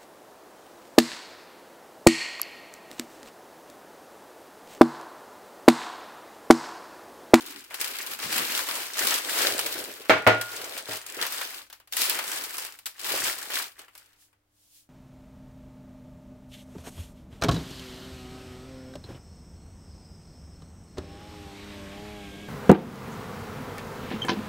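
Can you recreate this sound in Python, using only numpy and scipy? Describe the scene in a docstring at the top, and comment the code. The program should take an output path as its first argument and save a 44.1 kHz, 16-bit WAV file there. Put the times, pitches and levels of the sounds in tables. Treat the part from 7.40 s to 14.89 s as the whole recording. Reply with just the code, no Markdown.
"""Baking parchment is smoothed by hand over a metal tray on a wooden table in a small kitchen.
The paper hisses as it slides and crackles as it buckles (noise and random shivers under hand strokes);
creases snap and the paper slaps at two knocks (short bursts); the loose sheet flexes hollowly (noise bands).
The tray knocks and rings (noise, thud, decaying modes); a sleeve brushes (coloured noise).
Behind it lie quiet air and a faint appliance hum."""
import sys
import numpy as np
from scipy import signal
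from scipy.fft import rfft, irfft
from scipy.io import wavfile
from scipy.ndimage import uniform_filter1d

SR = 44100
rng = np.random.default_rng(int(sys.argv[2]) if len(sys.argv) > 2 else 0)


def master_out(mix):
    """Clip the mix to full scale and print it as 16-bit PCM to the path in sys.argv[1]."""
    frames = np.transpose(np.atleast_2d(mix))
    ceiling = np.clip(frames, -1, 1)
    pcm = np.round(ceiling * 32767).astype(np.int16)
    wavfile.write(sys.argv[1], SR, pcm)


N = 330309
TIME = np.arange(N) / SR


def from_db(db):
    """Decibels to amplitude gain."""
    return 10 ** (np.asarray(db) / 20)


def rms_one(x):
    """Scale to unit power."""
    return x / np.sqrt(np.mean(x ** 2) + 1e-20)


def at_hz(points, hz):
    """Read a table along log frequency."""
    known_hz, values = np.transpose(points)
    return np.interp(np.log(np.maximum(hz, 1)), np.log(known_hz), values)


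def cut(x, hz, kind, order=2):
    """Butterworth filter."""
    sos = signal.butter(order, np.clip(hz, 10, SR * .45), kind, fs=SR, output="sos")
    return signal.sosfilt(sos, x + 1e-18)


def convolve(x, response):
    """Pass both channels through a response."""
    return signal.oaconvolve(np.atleast_2d(x), np.atleast_2d(response), axes=1)[:, :N]


def colour(x, spectrum, size=4096):
    """Causal (minimum-phase) filter of unit energy with the given spectrum."""
    gain = from_db(at_hz(spectrum, np.fft.rfftfreq(size, 1 / SR)))
    cepstrum = irfft(np.log(gain))
    # fold the cepstrum onto positive time
    causal = 2 * cepstrum[:size // 2] * (np.arange(size // 2) > 0)
    response = irfft(np.exp(rfft(causal, size)))
    return convolve(x, response / np.linalg.norm(response))


def diffuse(size, apart_hz=720):
    """Stereo noise: the two microphones hear the same bass but unrelated treble."""
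    mid, side = rng.standard_normal((2, size))
    side = cut(side, apart_hz, "high", order=1)
    return rms_one(np.array([mid + side, mid - side]))


def placed(x, lag_samples, pan_db):
    """A point on the sheet reaches the two microphones at different times and levels."""
    left = x * from_db(pan_db / 2)
    right = np.roll(x, int(lag_samples)) * from_db(-pan_db / 2)
    return np.array([left, right])


def linger(power, t60_s):
    """Spread power into an exponential tail that holds the same energy."""
    r = from_db(-120 / (max(t60_s, .001) * SR))
    return signal.lfilter([1 - r], [1, -r], power + 1e-16)


def kitchen(x, wet_db, t60_s, early_db=-0.5, early_t60_s=0.17, dull_hz=None):
    """Echoes are a fresh scatter of noise under decaying power: quick ones off the table, then the room."""
    power = np.mean(x ** 2, axis=0)
    early, wet = from_db(early_db) ** 2, from_db(wet_db) ** 2
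    room = linger(linger(power, .025), t60_s)
    echoes = early * linger(power, early_t60_s) + wet * room
    scatter = diffuse(N)
    if dull_hz:
        scatter = rms_one(cut(scatter, dull_hz, "low"))
    return (x + np.sqrt(echoes) * scatter) / np.sqrt(1 + early + wet)


def drift(knots_per_s):
    """Slow chance: random knots with a spread of 1, joined by straight lines."""
    knots = rng.standard_normal(512)
    return np.interp(TIME * knots_per_s, np.arange(len(knots)), knots)


def swell(crest_s, rise_s, fade_s, db):
    """Power of one movement: it gathers, crests and dies away."""
    shape = 1.68  # 10 dB down one rise before and one fade after the crest; 1 is pointed, 2 is round
    span_s = np.where(TIME < crest_s, max(rise_s, .005), max(fade_s, .005))
    away = np.abs(TIME - crest_s) / span_s
    return from_db(db - 10 * np.minimum(away ** shape, 20)) ** 2


def background():
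    """Quiet air is coloured noise; an appliance hums in a few steady sines."""
    # Each row: frequency in Hz, RMS level in dB.
    hum_tones = [(49, -89.5), (102, -81.5), (300, -83.5)]
    # Spectrum of the still air. Each row: frequency in Hz, density in dB per Hz.
    air_spectrum = [(20, -8), (50, 2), (130, -12), (300, -13.5), (600, -14.5), (1500, -20), (5000, -29),
                    (16000, -32)]
    hum = sum(from_db(db) * np.sqrt(2) * np.sin(2 * np.pi * hz * TIME) for hz, db in hum_tones)
    return hum + from_db(-73.0) * colour(diffuse(N), air_spectrum)


def sleeve():
    """Wool on wool: a soft, even hiss as the knitted sleeve brushes the body."""
    # Each row: crest in seconds, rise in seconds, fade in seconds, level in dB.
    brushes = [(6.82, .04, 0.061, -58.5), (7.24, 0.1, 0.11, -63.5), (7.37, 0.071, 0.066, -55)]
    # Spectrum of the wool. Each row: frequency in Hz, density in dB per Hz.
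    wool_spectrum = [(300, -40.5), (1500, -18.5), (3000, -4.5), (5000, -3), (9000, -2), (16000, -6)]
    power = sum(swell(*brush) for brush in brushes)
    return colour(diffuse(N) * np.sqrt(power), wool_spectrum)


def tray(clatter_db=-6.5, thud_db=13.5, ring_db=-21.5, clatter_t60_s=0.076, size=30000):
    """Each knock is a thud, a dense clatter of quickly damped plate modes, and the long ring of the clear ones."""
    # Knocks by the table or a palm. Each row: start in seconds, relative level in dB, contact low-pass
    # in Hz, ring left by the damping hand in dB, lowest pitch of thud and clatter in Hz.
    knocks = [(2.696, 1, 3197, 4.5, 55), (2.7057, -2.5, 2800, 4, 62.7), (2.7135, -8.5, 1996, -16, 62.7),
              (2.8664, -1.5, 2700, 6, 60.1), (2.8715, 3, 2435, 2.5, 55), (2.883, -8, 1790, -10.5, 59.5),
              (3.488, -17.5, 756, 2, 60), (4.011, -42, 1400, -17, 498), (5.739, -10.5, 550, -20, 254),
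              (6.099, -37, 900, -13, 260)]
    # Clear modes of the tray on the table. Each row: frequency in Hz, relative level in dB, t60 in seconds.
    tray_modes = [(111, -10, .34), (289, -8, .27), (425, -14, .22), (477, -12, .25), (633, 1, .27),
                  (719, -11, .3), (813, -7, .27), (904, -15, .33), (1304, -9, .25), (1400, -7, .28),
                  (1427, -7.5, .62), (1640, -13, .26), (1950, -11, .27), (2270, -12, .28)]
    # Spectrum of thud and clatter. Each row: frequency in Hz, density in dB per Hz.
    clatter_spectrum = [(20, -45), (60, -24), (110, -10.5), (190, -11.5), (290, -5.5), (550, 0.5),
                        (950, -5.5), (1400, -3.5), (2200, -4), (3200, -9), (5000, -11.5), (9000, -15),
                        (16000, -18)]
    clatter, rings = np.zeros((2, N + size)), np.zeros((2, N + size))
    t = TIME[:size]
    hz, mode_db, t60_s = np.transpose(tray_modes)[:, :, None]
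    modes = from_db(mode_db - 60 * t / t60_s) * np.sin(2 * np.pi * hz * t)
    for s, db, bright_hz, damped_db, lowest_hz in knocks:
        at = round(s * SR)
        burst = from_db(clatter_db) * diffuse(size) * from_db(-60 * t / clatter_t60_s)
        burst[:, 0] -= from_db(thud_db)
        blow = cut(cut(burst, bright_hz, "low"), lowest_hz, "high")
        # where the knock lands sets the sign and strength of every mode
        signs = rng.choice([-1, 1], len(hz))
        strengths = signs * from_db(ring_db + damped_db + rng.normal(0, 1.2, (2, len(hz))))
        clatter[:, at:at + size] += from_db(db) * blow
        rings[:, at:at + size] += from_db(db) * cut(strengths @ modes, bright_hz, "low")
    # the echoes are dull like the knocks
    heard = kitchen(clatter[:, :N], wet_db=-0.5, t60_s=.33, early_db=-11.0, dull_hz=2800)
    # the high-pass keeps the start of the ringing free of low thump
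    return colour(heard, clatter_spectrum) + cut(rings[:, :N], 70, "high")


def flexing(papery_power, flutter_db=3.0, count=9):
    """The wide sheet flutters over the air beneath it; bending and pulling it taut moves its hollow resonance."""
    # The sheet bows where it hangs free. Each row: crest in seconds, rise in seconds, fade in seconds,
    # level in dB, centre of the hollow in Hz, width in octaves.
    bows = [(0.12, 0.24, 0.11, -51, 300, 0.23), (1.0, 0.16, .12, -41.5, 340, 0.9),
            (2.07, 0.19, .22, -35, 520, 0.56), (2.37, 0.13, 0.19, -41, 476, 0.53),
            (3.24, 0.13, 0.21, -44.5, 560, 0.55), (3.76, 0.066, 0.029, -51, 364, 0.23)]
    # A palm bears down and drags the sheet over the tray. Each row: crest in seconds, rise in seconds,
    # fade in seconds, rumble level in dB.
    presses = [(0.89, 0.059, 0.15, -47.5), (3.52, 0.056, .05, -59.5), (5.78, .07, 0.16, -55.5)]
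    # Spectrum of the drag. Each row: frequency in Hz, density in dB per Hz.
    rumble_spectrum = [(20, -21.5), (50, -9.5), (85, -4.5), (112, 4.5), (150, -3), (210, -2.5),
                       (400, -19.5), (1200, -49)]
    # sheet lying on the tray: hollow against papery strokes; drag against the hollow
    hollow_db, hollow_hz, hollow_octaves, rumble_db = -12, 470, 0.68, -19.5

    parts = np.array([papery_power * from_db(hollow_db) ** 2] + [swell(*bow[:4]) for bow in bows])
    power = parts.sum(axis=0)
    shapes = np.array([(hollow_hz, hollow_octaves)] + [bow[4:] for bow in bows])
    centre_hz, width_octaves = shapes.T @ parts / power
    drag_power = power * from_db(rumble_db) ** 2 + sum(swell(*press) for press in presses)
    flutter_noise = rms_one(cut(rng.standard_normal(N), 43, "low"))
    flutter = rms_one(from_db(flutter_db * flutter_noise))

    bands_hz = np.geomspace(200, 900, count)
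    octaves_off = np.log2(bands_hz[:, None] / centre_hz)
    weights = np.exp(-.5 * (octaves_off / width_octaves) ** 2)
    weights = weights / np.linalg.norm(weights, axis=0)
    noises = diffuse(N), diffuse(N)  # neighbouring bands take different noise
    hollow = 0
    for k, hz in enumerate(bands_hz):
        hollow = hollow + weights[k] * rms_one(cut(noises[k % 2], [hz / 1.1, hz * 1.1], "band"))
    drag = colour(diffuse(N) * np.sqrt(drag_power), rumble_spectrum)
    return flutter * (hollow * np.sqrt(power) + drag)


def handling():
    """All strokes together: crisp power, papery power and the share of buckling at every moment."""
    # Pushes and sweeps of the hands. Each row: crest in seconds, rise in seconds, fade in seconds,
    # crisp treble in dB, papery middle in dB over the treble, share of buckling against sliding (0-1).
    strokes = [(0.06, 0.6, 0.2, -42, -5.5, 0.87), (0.34, 0.036, .03, -41.5, -1.5, .7),
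               (0.425, 0.048, 0.11, -33, -5.5, 0.78), (0.62, 0.12, 0.1, -36.5, -4.5, 0.8),
               (0.725, 0.059, 0.035, -32.5, -7, 0.6), (0.838, 0.046, 0.033, -29.5, -6.5, 0.47),
               (0.989, 0.1, 0.075, -24.5, -5, 0.46), (1.18, 0.14, 0.057, -25.5, -6, 0.6),
               (1.32, 0.1, .17, -30, -4.5, 0.47), (1.605, 0.057, 0.15, -26, -5.5, 0.64),
               (1.71, 0.067, 0.094, -27.5, -3.5, 0.66), (2.048, 0.19, 0.1, -24, -6.5, 0.42),
               (2.26, 0.3, 0.29, -32, -8, 0.7), (2.66, 0.12, 0.32, -49, 1.5, 1),
               (3.15, 0.16, 0.22, -38.5, -2.5, 0.63), (3.365, 0.062, .045, -35, -7, .75),
               (3.538, 0.067, 0.056, -34, -4, 0.8), (3.73, 0.11, 0.056, -40.5, -4, 0.95),
               (3.818, 0.048, 0.04, -30.5, 0, 0.94), (4.0, 0.24, 0.14, -37, -4.5, .55),
               (4.159, 0.082, 0.076, -41.5, -5, 0.7), (4.535, .01, 0.12, -35.5, -9.5, 0.6),
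               (4.615, 0.049, 0.075, -24, -11, 0.32), (4.699, 0.061, 0.17, -31, -3.5, 0.5),
               (4.91, 0.061, 0.18, -29.5, -6, 0.54), (5.22, 0.22, 0.1, -37, -6.5, 0.9),
               (5.721, .08, 0.12, -25, -5.5, 0.74), (5.87, 0.06, 0.054, -26.5, -5.5, 0.4),
               (6.04, 0.3, 0.071, -39, -5, 0.84), (6.166, 0.075, 0.086, -29, -7.5, 0.7),
               (6.404, 0.04, 0.048, -52.5, 1.5, .8), (6.58, 0.087, 0.23, -62, -3, 0.65)]
    crisp = papery = buckled = 1e-14
    for *timing, db, papery_db, share in strokes:
        power = swell(*timing, db)
        crisp = crisp + power
        papery = papery + power * from_db(papery_db) ** 2
        buckled = buckled + power * share
    return crisp, papery, np.clip(buckled / crisp, 0, 1)


def crackle(median_per_s, spread_db, clump_db, shiver_t60_s, count=4):
    """Tiny buckles come in clumps from several patches of the sheet, each with its own place and colour."""
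    clumps = rms_one(uniform_filter1d(rng.standard_normal(N), 400))
    born = rng.random(N) < median_per_s * from_db(clump_db * clumps) / SR
    sizes = born * from_db(spread_db * np.minimum(rng.exponential(1, N), 3))
    patch = rng.integers(0, count, N)
    lags = rng.permutation(np.linspace(-5, 6, count))
    out = 0
    for k, hz in enumerate(np.geomspace(1500, 13000, count)):
        # each buckle sets the sheet shivering for a few milliseconds
        shiver_power = linger(sizes ** 2 * (patch == k), shiver_t60_s)
        own = np.sqrt(shiver_power) * rng.standard_normal(N)
        tinted = own + 4.1 * cut(own, [hz, hz * 1.45], "band", order=1)
        out = out + placed(tinted, lags[k], rng.normal(0, 1.5))
    # level out the power over 2600 samples
    power = uniform_filter1d(np.mean(out ** 2, axis=0), 2600)
    return out / np.sqrt(np.maximum(power, 0) + 1e-9)


def snaps(starts_s, levels_db, run_s, tick, tick_s=.0008, rise_s=.0009, size=1800):
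    """Each snap or slap is a short dying run of small buckles and, if tick > 0, a thin bright tick."""
    out, t = np.zeros((2, N + size)), TIME[:size]
    for s, db in zip(starts_s, levels_db):
        noise = rng.standard_normal(size) * from_db(2.6 * rng.standard_normal(size))
        run = noise * (1 - np.exp(-t / rise_s)) * np.exp(-t / run_s)
        crack = cut(noise, 8500, "high") * (t / tick_s) * np.exp(1 - t / tick_s)
        snap = rms_one(run + tick * crack)
        at = round(s * SR)
        out[:, at:at + size] += from_db(db) * placed(snap, rng.integers(-3, 6), rng.normal(0, 1.5))
    return out[:, :N]


def shifting(x, count=7):
    """Facets of changing size take their turn: drifting band gains keep the rustle's colour shifting."""
    shift_db, shifts_per_s = 1.3, 16
    for hz in np.geomspace(1100, 13000, count):
        gain = from_db(shift_db * drift(shifts_per_s))
        x = x + (gain - 1) * cut(x, [hz / 1.2, hz * 1.2], "band", order=1)
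    return x


def paper(crisp_power, papery_power, share):
    """Buckling, sliding and snapping excite the sheet; small facets sound crisp, wider ones papery."""
    # Creases that snap, and the paper slapping at the two tray knocks (2.70 and 2.87 s).
    # Each row: start in seconds, crisp treble in dB, papery middle in dB.
    snap_rows = [(0.0633, -44, -62), (0.1048, -48, -61), (0.307, -52, -45.5), (0.342, -37, -46),
                 (0.412, -29.5, -51), (0.5856, -35, -60), (0.6634, -39, -51), (0.7344, -39.5, -58),
                 (0.7892, -42, -43.5), (0.9253, -32, -40), (0.9783, -27, -38), (1.1046, -42, -47),
                 (1.2867, -33, -37), (1.6698, -25, -41), (2.1909, -29, -34.5), (2.262, -31.5, -39),
                 (2.6985, -33.5, -42), (2.873, -33, -33.5), (3.0118, -33, -40), (3.377, -36, -47),
                 (3.6628, -44.5, -53), (3.865, -33.5, -43.5), (3.922, -36.5, -46.5), (4.0122, -37.5, -37),
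                 (4.2995, -51.5, -56.5), (4.327, -45, -53), (4.3994, -59.5, -60), (4.4732, -59, -63),
                 (4.5233, -35, -52.5), (4.567, -29, -41.5), (4.616, -27, -53), (4.6957, -26, -46),
                 (4.789, -35, -35), (4.8388, -37.5, -46), (5.038, -35, -66), (5.1808, -35.5, -43),
                 (5.2485, -37.5, -48), (5.388, -48.5, -59.5), (5.457, -35.5, -52.5), (5.464, -34.5, -47),
                 (5.5932, -42.5, -55.5), (5.7734, -33, -41), (6.101, -46, -39.5), (6.198, -48, -43.5),
                 (6.3913, -48.5, -52.5), (6.4805, -61, -57.5), (6.551, -53, -57.5), (6.577, -51.5, -70),
                 (6.7301, -66, -88), (6.9284, -75.5, -71.5)]
    # Spectra of small and wide facets. Each row: frequency in Hz, density in dB per Hz.
    crisp_spectrum = [(300, -55), (1200, -15), (2200, 0), (3000, .5), (4800, 2), (6300, -2.5), (8200, -1),
                      (10500, -2.5), (13000, -1.5), (16000, -4)]
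    papery_spectrum = [(100, -45), (300, -12.5), (600, -5.5), (950, -0.5), (1500, 0.5), (2100, -2),
                       (3000, -3), (6000, -37.5)]
    jerk_db, jerks_per_s = 1.57, 12  # the hands move unevenly
    starts_s, snap_crisp_db, snap_papery_db = np.transpose(snap_rows)
    buckling, sliding = np.sqrt(share), np.sqrt(1 - share)
    jerks = rms_one(from_db(jerk_db * drift(jerks_per_s)))

    small = buckling * crackle(median_per_s=450, spread_db=6.0, clump_db=4.8, shiver_t60_s=.007)
    small = small + sliding * diffuse(N)
    wide = buckling * crackle(median_per_s=380, spread_db=5.0, clump_db=4.0, shiver_t60_s=.018)
    wide = wide + sliding * diffuse(N)

    small = small * jerks * np.sqrt(crisp_power) + snaps(starts_s, snap_crisp_db, run_s=.0025, tick=.7)
    wide = wide * jerks * np.sqrt(papery_power) + snaps(starts_s, snap_papery_db, run_s=.0063, tick=0)

    small_heard = kitchen(small, wet_db=-4.0, t60_s=.2, early_db=-1.0, early_t60_s=.05)
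    wide_heard = kitchen(wide, wet_db=-0.5, t60_s=.2, early_db=-4.0, early_t60_s=.06)
    return shifting(colour(small_heard, crisp_spectrum) + colour(wide_heard, papery_spectrum))


def scene():
    """The strokes drive both the rustle and the flexing; the rustle lies a little to the left."""
    left_db = 1.0
    crisp_power, papery_power, share = handling()
    rustle = paper(crisp_power, papery_power, share) * from_db([[left_db], [-left_db]])
    return rustle + flexing(papery_power) + tray() + sleeve() + background()


def record(dry):
    """The loudest peaks are rounded and the top is cut."""
    cutoff_hz = 16100
    rounded = 1.2 * np.tanh(dry / 1.2)
    return signal.sosfilt(signal.ellip(12, .1, 80, cutoff_hz, fs=SR, output="sos"), rounded)


dry = scene()
out = record(dry)
master_out(out)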